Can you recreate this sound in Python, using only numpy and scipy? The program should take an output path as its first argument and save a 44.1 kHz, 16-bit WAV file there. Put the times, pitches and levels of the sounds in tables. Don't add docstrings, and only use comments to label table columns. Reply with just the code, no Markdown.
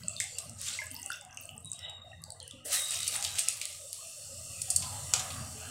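import sys
import numpy as np
from scipy import signal
from scipy.io import wavfile
from scipy.ndimage import uniform_filter1d

SR = 44100
rng = np.random.default_rng(int(sys.argv[2]) if len(sys.argv) > 2 else 0)


def unload_wav(signal):
    wavfile.write(
        sys.argv[1],
        SR,
        np.round(np.clip(np.atleast_2d(signal).T, -1, 1) * 32767).astype(np.int16),
    )


N = 251370
TIME = np.arange(N) / SR

# time in seconds, vigour in dB.
BOIL_VIGOUR = [(0, -48), (.38, -62), (.56, -53.5), (.93, -58), (1.15, -66), (1.45, -59.5), (2.4, -58),
               (2.87, -64.5), (3.0, -52.5), (3.38, -60), (3.85, -65.5), (4.17, -68.5), (4.32, -58),
               (4.8, -48.5), (5.42, -47), (5.55, -53), (5.7, -46)]
USUAL_BOIL_DB, LURCHES_PER_S = -57, 14
# dB at the usual vigour, dB per dB of vigour, random lurching in dB.
RUMBLE, POCKETS, SLOSH = (-57.5, 0.93, 2.6), (-67, 0.49, 0.66), (-79.5, 2.12, 6.4)
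GURGLE, BURBLE = (-63, 0.45, 1.8), (-67, 0.5, 2.2)
# crest in seconds, level in dB.
THUMPS = [(.06, -53.5), (.51, -53), (.72, -80), (.95, -65), (1.3, -67), (1.42, -74), (1.555, -55.5),
          (1.66, -54), (2.23, -55.5), (2.55, -81), (3.23, -71), (4.33, -66), (4.62, -59), (4.84, -49),
          (5.2, -57), (5.39, -45)]
THUMP_RISE_S, THUMP_FALL_DB_PER_S = 0.061, 149
# crest in seconds, level in dB.
WELLINGS = [(.1, -82), (.4, -64.5), (1.13, -71), (1.33, -58.5), (1.88, -59), (2.76, -51), (3.19, -48.5),
            (3.35, -54.5), (4.86, -52.5), (4.96, -51), (5.19, -44), (5.26, -50), (5.39, -48.5), (5.66, -52)]
WELLING_RISE_S, WELLING_FALL_DB_PER_S = 0.068, 79
# time in seconds, level in dB.
SIMMER_LEVEL = [(0, -58), (.3, -55), (.52, -67.5), (.9, -54), (1.15, -52.5), (1.62, -83), (1.85, -47.5),
                (2.05, -73), (2.35, -95.5), (3.98, -66.5), (4.3, -63.5), (4.75, -58.5), (4.87, -61),
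                (5.25, -57), (5.52, -60), (5.7, -52.5)]
# start in seconds, relative level in dB, pitch in Hz.
GLUGS = [(0.078, -62, 1334), (.21, -62, 748), (.34, -71, 438), (.38, -60, 694), (0.399, -63, 1140),
         (.67, -57, 1500), (0.778, -55.5, 985), (.8, -69, 530), (0.932, -58, 936), (0.991, -68.5, 347),
         (1.02, -57.5, 752), (1.06, -76, 427), (1.21, -56.5, 760), (1.22, -71, 1030), (1.31, -66, 746),
         (1.359, -73, 515), (1.49, -60.5, 775), (1.72, -78, 1510), (1.83, -59.5, 639), (1.87, -60.5, 817),
         (1.969, -65.5, 1170), (2.045, -56, 723), (2.069, -72, 1220), (2.2, -68, 1134), (2.26, -61.5, 835),
         (2.33, -67, 645), (2.35, -68, 846), (2.51, -60.5, 530), (2.57, -66, 281), (2.64, -49.5, 588),
         (2.67, -68, 1440), (2.91, -58, 650), (2.915, -63, 1050), (3.245, -60, 797), (3.431, -55.5, 1274),
         (3.789, -56.5, 580), (3.979, -61.5, 1155), (4.01, -58.5, 626), (4.15, -59, 562), (4.279, -55, 556),
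         (4.38, -67, 611), (4.439, -70.5, 231), (4.67, -53.5, 703), (4.81, -50.5, 987), (4.84, -57.5, 245),
         (4.91, -54, 887), (4.95, -58, 579), (5.25, -57, 760), (5.31, -54, 250), (5.37, -52, 224.8),
         (5.429, -59.5, 262), (5.639, -57, 250)]
GLUG_S, GLUG_CYCLES, GLUG_SCATTER = 0.065, 93, 0.082
# time in seconds, relative level in dB.
FROTH_LEVEL = [(0, -52), (.33, -41), (.56, -50.5), (.67, -34.5), (.9, -56), (1.15, -49), (1.28, -73),
               (1.44, -51), (1.57, -73), (1.74, -54), (1.95, -90), (2.1, -61), (2.2, -66), (2.48, -59),
               (2.62, -62)]
# time in seconds, level in dB.
PRICKLE_LEVEL = [(0, -72), (.55, -64), (.85, -56.5), (1.1, -55.5), (1.3, -68), (1.5, -57), (1.75, -62),
                 (1.95, -86), (2.25, -85), (2.6, -84)]
# crest in seconds, level in dB.
SURGES = [(.63, -42.5), (.687, -39.5), (.75, -42)]
SURGE_RISE_S, SURGE_FALL_DB_PER_S = 0.04, 100

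POUR_START_S, POUR_END_S, POUR_RISE_S = 2.66, 3.73, 0.078
POUR_RELATIVE_DB, POUR_THIN_DB_PER_S, POUR_STOP_DB_PER_S = -36.5, 10.5, 114
# crest in seconds, relative level in dB.
GOUTS = [(2.745, -29), (2.94, -34.5), (3.075, -41), (3.15, -35), (3.26, -39), (3.387, -35.5), (3.5, -38.5),
         (3.635, -47)]
GOUT_RISE_S, GOUT_FALL_DB_PER_S = 0.034, 208
# crest in seconds, level in dB.
CLUMPS = [(2.66, -39), (2.73, -30.5), (2.755, -38)]
CLUMP_RISE_S, CLUMP_FALL_DB_PER_S = 0.01, 106
# start in seconds, relative level in dB, t60 in seconds.
KNOTS = [(2.938, -29, .012), (2.943, -33, 0.0091), (2.966, -28, .006), (2.973, -30, .008),
         (3.005, -24, 0.011), (3.066, -29, .008), (3.072, -26, .008), (3.1556, -28, 0.0062),
         (3.22, -36, .005), (3.266, -32, 0.0064), (3.305, -33, 0.0077), (3.3555, -31, .007),
         (3.5735, -34, .008)]
KNOT_GRAINS_PER_S = 9000
DRAGGED_GURGLE_DB, DRAGGED_BURBLE_DB, DRAGGED_SIMMER_DB = -25.5, -21.5, -19.5
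CROWD_SHARE, CROWD_RISE_S = .9, 1.0

# time in seconds, level in dB.
SIZZLE_LEVEL = [(3.7, -49), (4.0, -46.5), (4.3, -46.5), (4.85, -42), (5.3, -44), (5.45, -46), (5.7, -46.5)]
# start in seconds, relative level in dB, pitch in Hz,
# burst t60 in seconds, low slap in dB over the burst, trailing fizz in dB over the burst.
SPITS = [(0.201, -24.5, 8200, 0.0072, -9.5, -8), (0.3846, -29.5, 8300, 0.022, -11, -28),
         (3.078, -24, 8670, 0.045, -36, -18), (3.1558, -44, 8450, 0.014, 8, -4),
         (3.2254, -30, 8000, 0.013, -9, -22), (3.241, -29, 8250, 0.021, -16, -12),
         (3.248, -35, 3960, 0.02, 6.5, -32), (3.385, -28.5, 9300, 0.045, 0.5, -25),
         (3.3923, -21.5, 8330, 0.0039, -22, -17), (3.615, -36, 7700, 0.011, 6, -17),
         (3.93, -33, 9400, 0.0028, -10.5, -26), (4.617, -27.5, 8960, 0.033, -17, -31),
         (4.7025, -21, 8500, 0.043, -25, -29), (4.761, -17, 8500, 0.041, -51, -36),
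         (4.821, -36, 5740, .02, 0, 16), (5.1366, -17.5, 7500, 0.02, -7, -20),
         (5.153, -37, 6950, 0.0052, -2, -11), (5.163, -35, 7500, 0.0089, -13, -25),
         (5.1938, -30.5, 7160, 0.045, -4.5, -10), (5.304, -44, 3640, 0.017, 6.5, 1)]
# start in seconds, relative level in dB, pitch in Hz,
# crack of the film in dB over the ring.
POPS = [(.035, -37, 4500, -6), (0.083, -18, 7900, -22), (.134, -42, 4500, -12), (0.165, -30.5, 4350, -9),
        (0.2402, -28, 8200, -13), (0.4958, -33.5, 8140, -4), (0.588, -38, 6750, -10),
        (0.5975, -40, 7500, 0), (0.615, -27.5, 8400, 9), (.6644, -36, 7490, -2), (0.683, -29.5, 7240, -10),
        (0.685, -30, 3400, -9), (0.738, -33, 4130, -14), (0.8587, -39, 8100, -1), (0.914, -31.5, 9800, 6),
        (0.952, -36.5, 4520, -2), (0.9647, -32, 5100, -5), (1.0176, -36, 9200, -11), (1.031, -35, 6050, -8),
        (1.041, -47, 9200, -6), (1.0611, -25.5, 7070, 8), (1.1027, -37, 4740, 4), (1.1183, -32.5, 5400, 12),
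        (1.132, -33.5, 5500, -9), (1.159, -39, 6400, -7), (1.2114, -37.5, 7500, -4),
        (1.25, -40.5, 8360, -1), (1.309, -47, 5940, -24), (1.328, -43, 6000, -29), (1.345, -46, 6140, -24),
        (1.3722, -32, 6130, -2), (1.4008, -39, 8200, -21), (1.4267, -43.5, 10500, -15),
        (1.435, -40, 8300, -23), (1.4549, -34.5, 8300, -15), (1.492, -39.5, 7750, -7),
        (1.647, -35.5, 9100, -27), (1.6567, -35.5, 8300, -17), (1.6734, -41, 9300, -20),
        (1.717, -24, 8300, -26), (1.732, -30, 8200, 4), (1.7915, -36.5, 5400, 0), (1.897, -41, 8000, -4),
        (2.2194, -46.5, 10800, -11), (2.2387, -32, 4600, 8), (2.3042, -32, 4360, 4.5),
        (2.3216, -33, 8440, -29), (2.4016, -34, 4200, -3.5), (2.4286, -36, 8970, -28),
        (2.4785, -35, 8200, 11), (2.5107, -34, 3450, -2), (2.908, -21, 8000, -2), (3.031, -22.5, 3800, 3.5),
        (3.163, -22, 8700, -27), (3.4856, -12.5, 7800, 4.5), (3.6545, -23.5, 7800, 4)]
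POP_CYCLES = 25
# start in seconds, relative level in dB, pitch in Hz, t60 in seconds.
PLIPS = [(0.2043, -31, 2040, 0.0058), (0.788, -29, 2117, 0.027), (0.817, -35, 1673, 0.046),
         (0.908, -47.5, 257.5, 0.08), (1.102, -30, 1423, 0.013), (1.121, -39, 3550, 0.032),
         (1.3742, -39.5, 2700, 0.0061), (1.491, -40, 2900, 0.0093), (2.116, -49.5, 2740, 0.023),
         (2.13, -46.5, 1874, 0.044), (2.534, -47.5, 264, 0.026), (2.648, -46.5, 455, 0.077),
         (3.154, -41, 1400, 0.0073), (3.156, -40.5, 1940, 0.0092), (3.4814, -34.5, 2670, 0.0049),
         (5.137, -37, 800, 0.0034), (5.136, -34.5, 1380, 0.013), (5.547, -47, 426, 0.19)]
# crest in seconds, level in dB, rise in seconds, fall in dB
# per second, settled pitch in Hz, bandwidth of each filter pole in Hz, share by which it starts sharp.
WHISTLES = [(.182, -47, 0.017, 155, 3460, 70, 0.059), (1.386, -55, 0.015, 79, 2684, 130, 0.033),
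            (1.509, -68, 0.041, 67, 2910, 169, 0.0047), (1.663, -52, 0.019, 37, 3800, 72, .011),
            (1.81, -63.5, 0.026, 49, 1970, 129, 0.013), (1.861, -44, 0.037, 64, 3754, 70.6, 0.022),
            (2.419, -55.5, 0.016, 28, 2870, 260, 0.14), (2.832, -40, 0.059, 48, 3770, 55, .011),
            (4.561, -55, 0.066, 79, 2470, 141, .14), (4.712, -42, 0.0053, 132, 9000, 70, 0.06)]
WHISTLE_SETTLE_S = 0.06

# frequency in Hz, relative level in dB per Hz.
RUMBLE_COLOUR = [(25, -28), (55, -38), (72, -20.5), (86, 0.5), (100, -6), (120, -9), (145, -16),
                 (300, -61.5)]
POCKET_COLOUR = [(90, -32), (135, 9.5), (165, 4), (190, -4), (226, -4.5), (270, -7), (350, -24), (600, -53)]
SLOSH_COLOUR = [(150, -9.5), (195, -6), (224, 13), (255, -9), (330, -26), (450, -13), (600, -21)]
GURGLE_COLOUR = [(200, -11), (350, -10.5), (440, -6), (520, 5), (600, 9), (680, 7.5), (760, -8), (860, -30),
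                 (1100, -15.5)]
BURBLE_COLOUR = [(600, -13.5), (820, 3.5), (930, 3), (1050, 2), (1230, 18.5), (1450, -1.5), (1700, 2),
                 (2000, 4.5), (2500, -39)]
SIMMER_COLOUR = [(1100, -29), (1500, 7), (1750, -16), (2000, 14), (2250, 6), (2650, 21.5), (3000, 17),
                 (3500, 12), (4200, -19), (6000, -36), (15000, -54)]
ROAR_COLOUR = [(200, -2.5), (360, -19), (520, -17.5), (720, 6.5), (950, -0.5), (1080, -0.5), (1230, 7),
               (1400, -4.5), (1600, 6), (1800, -5), (2020, -2), (2300, -4.5), (3000, -38)]
FROTH_COLOUR = [(2000, -23), (2650, -3.5), (3500, -13), (4400, 1), (5200, 0), (6200, 1), (7600, 6),
                (8500, 6), (10000, -7), (12000, -12), (15500, -22)]
PRICKLE_COLOUR = [(4000, -16), (6000, -9), (8200, -1), (10000, -1), (12000, -6.5), (15500, -4)]
SURGE_COLOUR = [(800, -6), (1600, -1), (2600, 2), (3700, 3), (6200, 3), (8000, 8), (10000, -5.5),
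                (12500, -13), (15500, -20)]
CLUMP_COLOUR = [(900, -87), (1350, -9), (1650, -11), (1950, 1.5), (2300, -31), (2850, -3), (4200, -12),
                (5700, -3), (7000, -2), (8400, 6.5), (11000, -2), (13000, -10), (15500, -10)]
POUR_COLOUR = [(700, -24), (1400, -21.5), (1800, -15.5), (2100, -7.5), (3000, -7), (4200, -5), (6300, -4.5),
               (7300, -2.5), (8100, 2.5), (9300, -4.5), (11000, -10.5), (13000, -16), (15500, -17)]
SIZZLE_COLOUR = [(2000, -29), (2700, -3), (3200, -7.5), (3600, -8), (4000, -0.5), (4400, -1.5), (4900, 1),
                 (5400, -0.5), (6200, -1), (7300, 5), (8200, 6.5), (9200, 1.5), (11000, -7), (13500, -11),
                 (15500, -15)]
SPIT_COLOUR = [(1500, -25), (3500, -26), (4500, 4), (6500, 3), (8000, 6), (10000, -14), (12000, -4.5),
               (15500, -15)]
SLAP_COLOUR = [(250, -29), (600, -21), (1300, -4), (1800, 9), (2600, 23), (4000, 23.5), (6000, 17),
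               (10000, 16), (15000, -5)]
CRACK_COLOUR = [(1500, -118), (3500, -8), (4600, 20.5), (6500, 17), (8200, 26), (10000, 22), (12000, 5),
                (15500, 6)]
AIR_COLOUR = [(20, 6), (38, -11), (60, 13), (150, -30), (400, -4), (2000, -42), (15000, -50)]

# frequency in Hz, width in Hz, dB over the direct sound.
POT = [(570, 310, -34), (752, 5.7, 11), (811, 20, 5.5), (987, 13, 6), (1344, 7.3, -1), (1440, 120, -9),
       (2600, 13, -30), (3600, 59, 4.5), (4260, 40, -11), (4500, 22, -15), (8200, 35, -6), (9500, 12, 8)]
# centre in Hz, width in Hz, gain in dB at depth 1.
HOLLOWS = [(2320, 150, -15), (3250, 130, -7), (3880, 220, -11), (4950, 170, -12), (6400, 200, -3)]
WANDERS_PER_S = 2.9
# frequency in Hz, t60 in seconds.
KITCHEN_T60 = [(150, 0.83), (1000, 0.27), (3000, 0.37), (8000, 0.28), (15000, 0.67)]
EDGE_HZ = 15850


def gain_of(db):
    return 10 ** (np.asarray(db) / 20)


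def evened(x):
    return x / np.sqrt(np.mean(x ** 2) + 1e-20)


def unit(x):
    return x / (np.linalg.norm(x) + 1e-12)


def steadied(x, span_s):
    size = max(int(span_s * SR), 2)
    power = uniform_filter1d(uniform_filter1d(x ** 2, size), size)
    return x / np.sqrt(abs(power) + 1e-20)


def add(mix, start_s, sound):
    part = mix[max(round(start_s * SR), 0):][:len(sound)]
    part += sound[:len(part)]


def read(points, hz):
    f, value = np.transpose(points)
    return np.interp(np.log(hz + 1), np.log(f + 1), value)


def coloured(x, points, size=8192):
    db = np.maximum(read(points, abs(np.fft.fftfreq(size, 1 / SR))), -100)
    log_gain = np.log(gain_of(db))
    taps = np.fft.ifft(np.exp(np.conj(signal.hilbert(log_gain)))).real[:size // 2]
    return signal.oaconvolve(x, taps)[:len(x)]


def dying(t, t60):
    return np.exp(-np.log(1000) * t / np.maximum(t60, 1e-4))


def level(rows):
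    s, db = np.transpose(rows)
    outside_s = np.maximum(s[0] - TIME, 0) + np.maximum(TIME - s[-1], 0)
    return gain_of(np.interp(TIME, s, db) - 450 * outside_s)


def swell(crest_s, db, rise_s, fall_db_per_s):
    early = np.maximum(crest_s - TIME, 0) / max(rise_s, 1e-3)
    fall_db = fall_db_per_s * np.maximum(TIME - crest_s, 0)
    return gain_of(np.maximum(db - fall_db - 10 * early ** 2, -200))


def together(*gains):
    return np.sqrt(sum(g ** 2 for g in gains))


def swells(rows, rise_s, fall_db_per_s):
    return together(*[swell(s, db, rise_s, fall_db_per_s) for s, db in rows])


def bubble(hz, t60, rise=0.023):
    t60 = max(t60, .001)
    t = np.arange(int(t60 * SR)) / SR
    onset = 1 - np.exp(-(t * hz / 2.9) ** 2)
    ring = np.sin(2 * np.pi * hz * t * (1 + rise * t / t60))
    return unit(onset * dying(t, t60) * ring)


def swarm(per_s, lo_hz, hi_hz, cycles, spread_db, count=34):
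    strengths = gain_of(spread_db * np.minimum(rng.exponential(1, N), 4)) * rng.choice([-1, 1], N)
    births = np.flatnonzero(rng.random(N) < per_s / SR)
    kind = rng.integers(count, size=N)[births]
    out = np.zeros(N)
    for k, hz in enumerate(np.geomspace(lo_hz, min(hi_hz, SR / 2.5), count)):
        ring = np.sqrt(hz) * bubble(hz, cycles / hz)
        at = births[kind == k, None]
        places = (at + np.arange(len(ring))).ravel()
        out += np.bincount(places, (strengths[at] * ring).ravel(), N)[:N]
    return evened(out)


def boiling(usual_db, follow, lurch_db):
    chance = rng.standard_normal(256)
    lurch = np.interp(TIME * LURCHES_PER_S, np.arange(len(chance)), chance)
    vigour_db = np.interp(TIME, *np.transpose(BOIL_VIGOUR)) - USUAL_BOIL_DB
    return gain_of(usual_db + follow * vigour_db + lurch_db * lurch)


def boil(thump_rumble_db=-3):
    rumble = steadied(coloured(rng.standard_normal(N), RUMBLE_COLOUR), 0.085)
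    pockets = swarm(per_s=260, lo_hz=98.3, hi_hz=585, cycles=33.0, spread_db=4.46, count=16)
    pockets = steadied(coloured(pockets, POCKET_COLOUR), 0.059)
    slosh = steadied(coloured(rng.standard_normal(N), SLOSH_COLOUR), 0.12)
    thumps = swells(THUMPS, THUMP_RISE_S, THUMP_FALL_DB_PER_S)
    rumble = together(boiling(*RUMBLE), gain_of(thump_rumble_db) * thumps) * rumble
    return rumble + together(boiling(*POCKETS), thumps) * pockets + boiling(*SLOSH) * slosh


def seeded(lazy, busy):
    share = CROWD_SHARE * np.clip((TIME - POUR_START_S) / CROWD_RISE_S, 0, 1)
    return np.sqrt(1 - share) * lazy + np.sqrt(share) * busy


def gurgle(pour):
    lazy = swarm(per_s=110, lo_hz=284, hi_hz=1011, cycles=36, spread_db=4.5)
    busy = swarm(per_s=350, lo_hz=284, hi_hz=1011, cycles=32, spread_db=3.5)
    sound = coloured(seeded(lazy, busy), GURGLE_COLOUR)
    gain = together(boiling(*GURGLE), gain_of(DRAGGED_GURGLE_DB) * pour)
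    return gain * steadied(pot(kitchen(sound, wet_db=-3)), 0.34)


def burble(pour):
    lazy = swarm(per_s=130, lo_hz=767, hi_hz=2150, cycles=110, spread_db=4.5)
    busy = swarm(per_s=800, lo_hz=767, hi_hz=2150, cycles=90, spread_db=3)
    sound = heaving(coloured(seeded(lazy, busy), BURBLE_COLOUR), depth_db=3.5)
    gain = together(boiling(*BURBLE), gain_of(DRAGGED_BURBLE_DB) * pour)
    return gain * steadied(pot(kitchen(sound, wet_db=-7.0)), 0.057)


def simmer(pour):
    lazy = swarm(per_s=500, lo_hz=1300, hi_hz=5000, cycles=60, spread_db=4.5, count=60)
    busy = swarm(per_s=2700, lo_hz=1300, hi_hz=6840, cycles=14, spread_db=5)
    sound = kitchen(coloured(seeded(lazy, busy), SIMMER_COLOUR), wet_db=2)
    sound = heaving(hollowed(sound, depth=.6), depth_db=5, size=7)
    gain = together(level(SIMMER_LEVEL), gain_of(DRAGGED_SIMMER_DB) * pour)
    return gain * steadied(pot(sound), 0.54)


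def roar():
    rush = heaving(rng.standard_normal(N), depth_db=3.2)
    welling = swells(WELLINGS, WELLING_RISE_S, WELLING_FALL_DB_PER_S)
    return welling * steadied(pot(coloured(rush, ROAR_COLOUR)), 0.046)


def surface():
    pour = flow()
    return gurgle(pour) + burble(pour) + simmer(pour) + roar()


def glugs(glugs_db=34, count=4):
    out = np.zeros(N)
    for s, db, hz in GLUGS:
        glug = np.zeros(SR // 2)
        for k, (detune, late) in enumerate(rng.uniform(-0.98, 1, (count, 2))):
            pitch_hz = hz * (1 + GLUG_SCATTER * detune)
            delay_s = GLUG_S * (k + .5 + .5 * late) / count
            add(glug, delay_s, bubble(pitch_hz, GLUG_CYCLES / pitch_hz))
        add(out, s, gain_of(db + glugs_db) * unit(kitchen(glug, wet_db=-18.0)))
    return out


def prickle(per_s, wet_db=-8):
    ticks = swarm(per_s, lo_hz=5000, hi_hz=14500, cycles=20, spread_db=5)
    return kitchen(evened(coloured(walls(ticks)[:N], PRICKLE_COLOUR)), wet_db=wet_db)


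def froth(fizz_db=-6):
    fizz = swarm(per_s=5000, lo_hz=2100, hi_hz=15300, cycles=12, spread_db=1.5)
    fizz = hollowed(kitchen(coloured(fizz, FROTH_COLOUR), wet_db=-3), depth=.3)
    fizz = steadied(heaving(fizz, depth_db=5, even_hz=20000, size=7), 0.05)
    return gain_of(fizz_db) * level(FROTH_LEVEL) * fizz + level(PRICKLE_LEVEL) * prickle(per_s=100)


def surge(coarse_hz=3800):
    grains = swarm(per_s=3800, lo_hz=1060, hi_hz=17200, cycles=8.5, spread_db=2.5)
    seethe = steadied(kitchen(coloured(grains, SURGE_COLOUR), wet_db=-5.5), 0.025)
    coarse = signal.sosfiltfilt(signal.butter(2, coarse_hz, fs=SR, output="sos"), seethe)
    wash = swells(SURGES, SURGE_RISE_S, SURGE_FALL_DB_PER_S)
    return wash * (seethe - coarse * (1 - wash / wash.max()))


def stream():
    t = np.maximum(TIME - POUR_START_S, 0)
    thinning_db = POUR_THIN_DB_PER_S * t + POUR_STOP_DB_PER_S * np.maximum(TIME - POUR_END_S, 0)
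    return np.minimum(t / POUR_RISE_S, 1) * gain_of(POUR_RELATIVE_DB - thinning_db)


def flow():
    return together(stream(), swells(GOUTS, GOUT_RISE_S, GOUT_FALL_DB_PER_S))


def rice(clusters_db=-5):
    splash = swarm(per_s=18000, lo_hz=910, hi_hz=16000, cycles=4.4, spread_db=-0.5)
    splash = steadied(coloured(splash, CLUMP_COLOUR), 0.0043)
    ticks = swarm(per_s=3000, lo_hz=964, hi_hz=16100, cycles=6, spread_db=4)
    ticks = kitchen(coloured(ticks, POUR_COLOUR), wet_db=-3)
    ticks = steadied(heaving(ticks, depth_db=3.5, even_hz=8000, size=5), 0.045)
    hits = rng.uniform(-1, 1, N) * (rng.random(N) < 130 / SR)
    clusters = gain_of(clusters_db) * evened(coloured(walls(hits)[:N], POUR_COLOUR))
    clumps = swells(CLUMPS, CLUMP_RISE_S, CLUMP_FALL_DB_PER_S)
    return clumps * splash + 0.92 * flow() * ticks + stream() * clusters


def knots(knots_db=13):
    out, t = np.zeros(N), np.arange(SR // 20) / SR
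    for s, db, t60 in KNOTS:
        struck = rng.standard_normal(len(t)) * (rng.random(len(t)) < KNOT_GRAINS_PER_S / SR)
        knot = unit(coloured(struck * dying(t, t60), POUR_COLOUR))
        add(out, s, gain_of(db + knots_db) * kitchen(knot, wet_db=-8))
    return out


def sizzle():
    hiss = swarm(per_s=23000, lo_hz=2810, hi_hz=17100, cycles=2.6, spread_db=-5.5)
    hiss = hollowed(kitchen(coloured(hiss, SIZZLE_COLOUR), wet_db=-6), depth=1)
    hiss = heaving(hiss, depth_db=4, even_hz=6000, size=9)
    return level(SIZZLE_LEVEL) * steadied(pot(hiss), 0.11)


def spits(spits_db=23):
    out, t = np.zeros(N), np.arange(SR // 3) / SR
    for s, db, hz, t60, low_db, fizz_db in SPITS:
        steam, thud = rng.standard_normal((2, len(t)))
        burst = dying(t, t60) + gain_of(fizz_db) * dying(t, 0.17)
        crack = unit(coloured(steam * burst, SPIT_COLOUR))
        ring = unit(signal.oaconvolve(steam * burst, bubble(hz, 0.00046))[:len(t)])
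        slap = unit(coloured(thud * (burst + 0.11 * dying(t, 0.59)), SLAP_COLOUR))
        spit = unit(crack + 2.0 * ring) + gain_of(low_db) * slap
        add(out, s, gain_of(db + spits_db) * kitchen(spit, wet_db=-9))
    return out


def pops(pops_db=15):
    out, t = np.zeros(N), np.arange(SR // 40) / SR
    for s, db, hz, crack_db in POPS:
        tear = rng.standard_normal(len(t)) * dying(t, .0027)
        pop = unit(coloured(tear, CRACK_COLOUR)) * gain_of(crack_db)
        add(pop, 0, bubble(hz, POP_CYCLES / hz))
        add(out, s, gain_of(db + pops_db) * kitchen(unit(walls(pop)), wet_db=-8.5))
    return out


def plips(plips_db=21):
    out = np.zeros(N)
    for s, db, hz, t60 in PLIPS:
        plip = unit(walls(bubble(hz, t60, rise=0.0046)))
        add(out, s, gain_of(db + plips_db) * kitchen(plip, wet_db=-6.0))
    return out


def whistle(octave_db=-16):
    out, t = np.zeros(N), TIME[:SR]
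    for s, db, rise_s, fall_db_per_s, hz, width_hz, sharp in WHISTLES:
        start_s = max(s - 3 * rise_s, 0)
        r = np.exp(-2 * np.pi * width_hz / SR)
        noise = rng.standard_normal(SR) + 1j * rng.standard_normal(SR)
        flutter = signal.lfilter([1], np.poly([r, r, r]), noise)
        settling = np.exp(-np.maximum(t - 2 * rise_s, 0) / WHISTLE_SETTLE_S)
        pitch_hz = hz * (1 + sharp * settling)
        tone = flutter * np.exp(2j * np.pi * np.cumsum(pitch_hz) / SR)
        octave = steadied((tone ** 2).real, 0.049)
        tone = steadied(tone.real, 0.057) + gain_of(octave_db) * octave
        add(out, start_s, swell(s - start_s, db, rise_s, fall_db_per_s)[:SR] * tone)
    return out


def heaving(x, depth_db, even_hz=5000, size=14):
    hz, _, z = signal.stft(x, SR, nperseg=1024)
    patches = rng.standard_normal(z.shape)
    for _ in range(2):
        patches = uniform_filter1d(uniform_filter1d(patches, size=6, axis=0), size=size, axis=1)
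    shift_db = depth_db * evened(patches) / (1 + (hz[:, None] / even_hz) ** 2)
    return signal.istft(z * gain_of(shift_db), SR, nperseg=1024)[1][:N]


def hollowed(x, depth, wander=0.013):
    hz, s, z = signal.stft(x, SR, nperseg=1024)
    for centre_hz, width_hz, db in HOLLOWS:
        drift = np.interp(s * WANDERS_PER_S, np.arange(128), rng.standard_normal(128))
        offset = (hz[:, None] - centre_hz * (1 + wander * drift)) / width_hz
        z = z * gain_of(depth * db * np.exp(-offset ** 2))
    return signal.istft(z, SR, nperseg=1024)[1][:N]


def pot(x):
    return x + sum(gain_of(db) * signal.lfilter(*signal.iirpeak(hz, hz / width_hz, SR), x)
                   for hz, width_hz, db in POT)


def walls(x, count=6):
    out = np.concatenate([x, np.zeros(SR // 100)])
    for delay_s, sign in zip(rng.uniform(.0004, .0035, count), rng.choice([-1, 1], count)):
        add(out, delay_s, .38 * sign * np.exp(-delay_s / .0025) * x)
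    return out


def kitchen(x, wet_db):
    t = np.arange(SR // 2) / SR
    onset = np.clip((t - .005) / .005, 0, 1)
    taps = rng.choice([-1, 1], len(t)) * (rng.random(len(t)) < .25) * onset
    hz, s, z = signal.stft(taps, SR, nperseg=256)
    z = z / (1 + (hz[:, None] / 12000) ** 4)
    tail = signal.istft(z * dying(s, read(KITCHEN_T60, hz)[:, None]), SR, nperseg=256)[1]
    out = gain_of(wet_db) * signal.oaconvolve(x, unit(tail))
    add(out, 0, x)
    return out[:N]


def air(air_db=-75):
    return gain_of(air_db) * evened(coloured(rng.standard_normal(N), AIR_COLOUR))


def scene():
    broth = boil() + surface() + glugs() + froth() + surge()
    pour = rice() + knots()
    details = sizzle() + pops() + spits() + plips() + whistle()
    mono = broth + pour + details + air()
    return np.array([mono, mono])


def record(dry):
    taps = signal.firwin(401, EDGE_HZ, window=("kaiser", 8), fs=SR)
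    return signal.oaconvolve(dry, taps[None], "same")


dry = scene()
out = record(dry)
unload_wav(out)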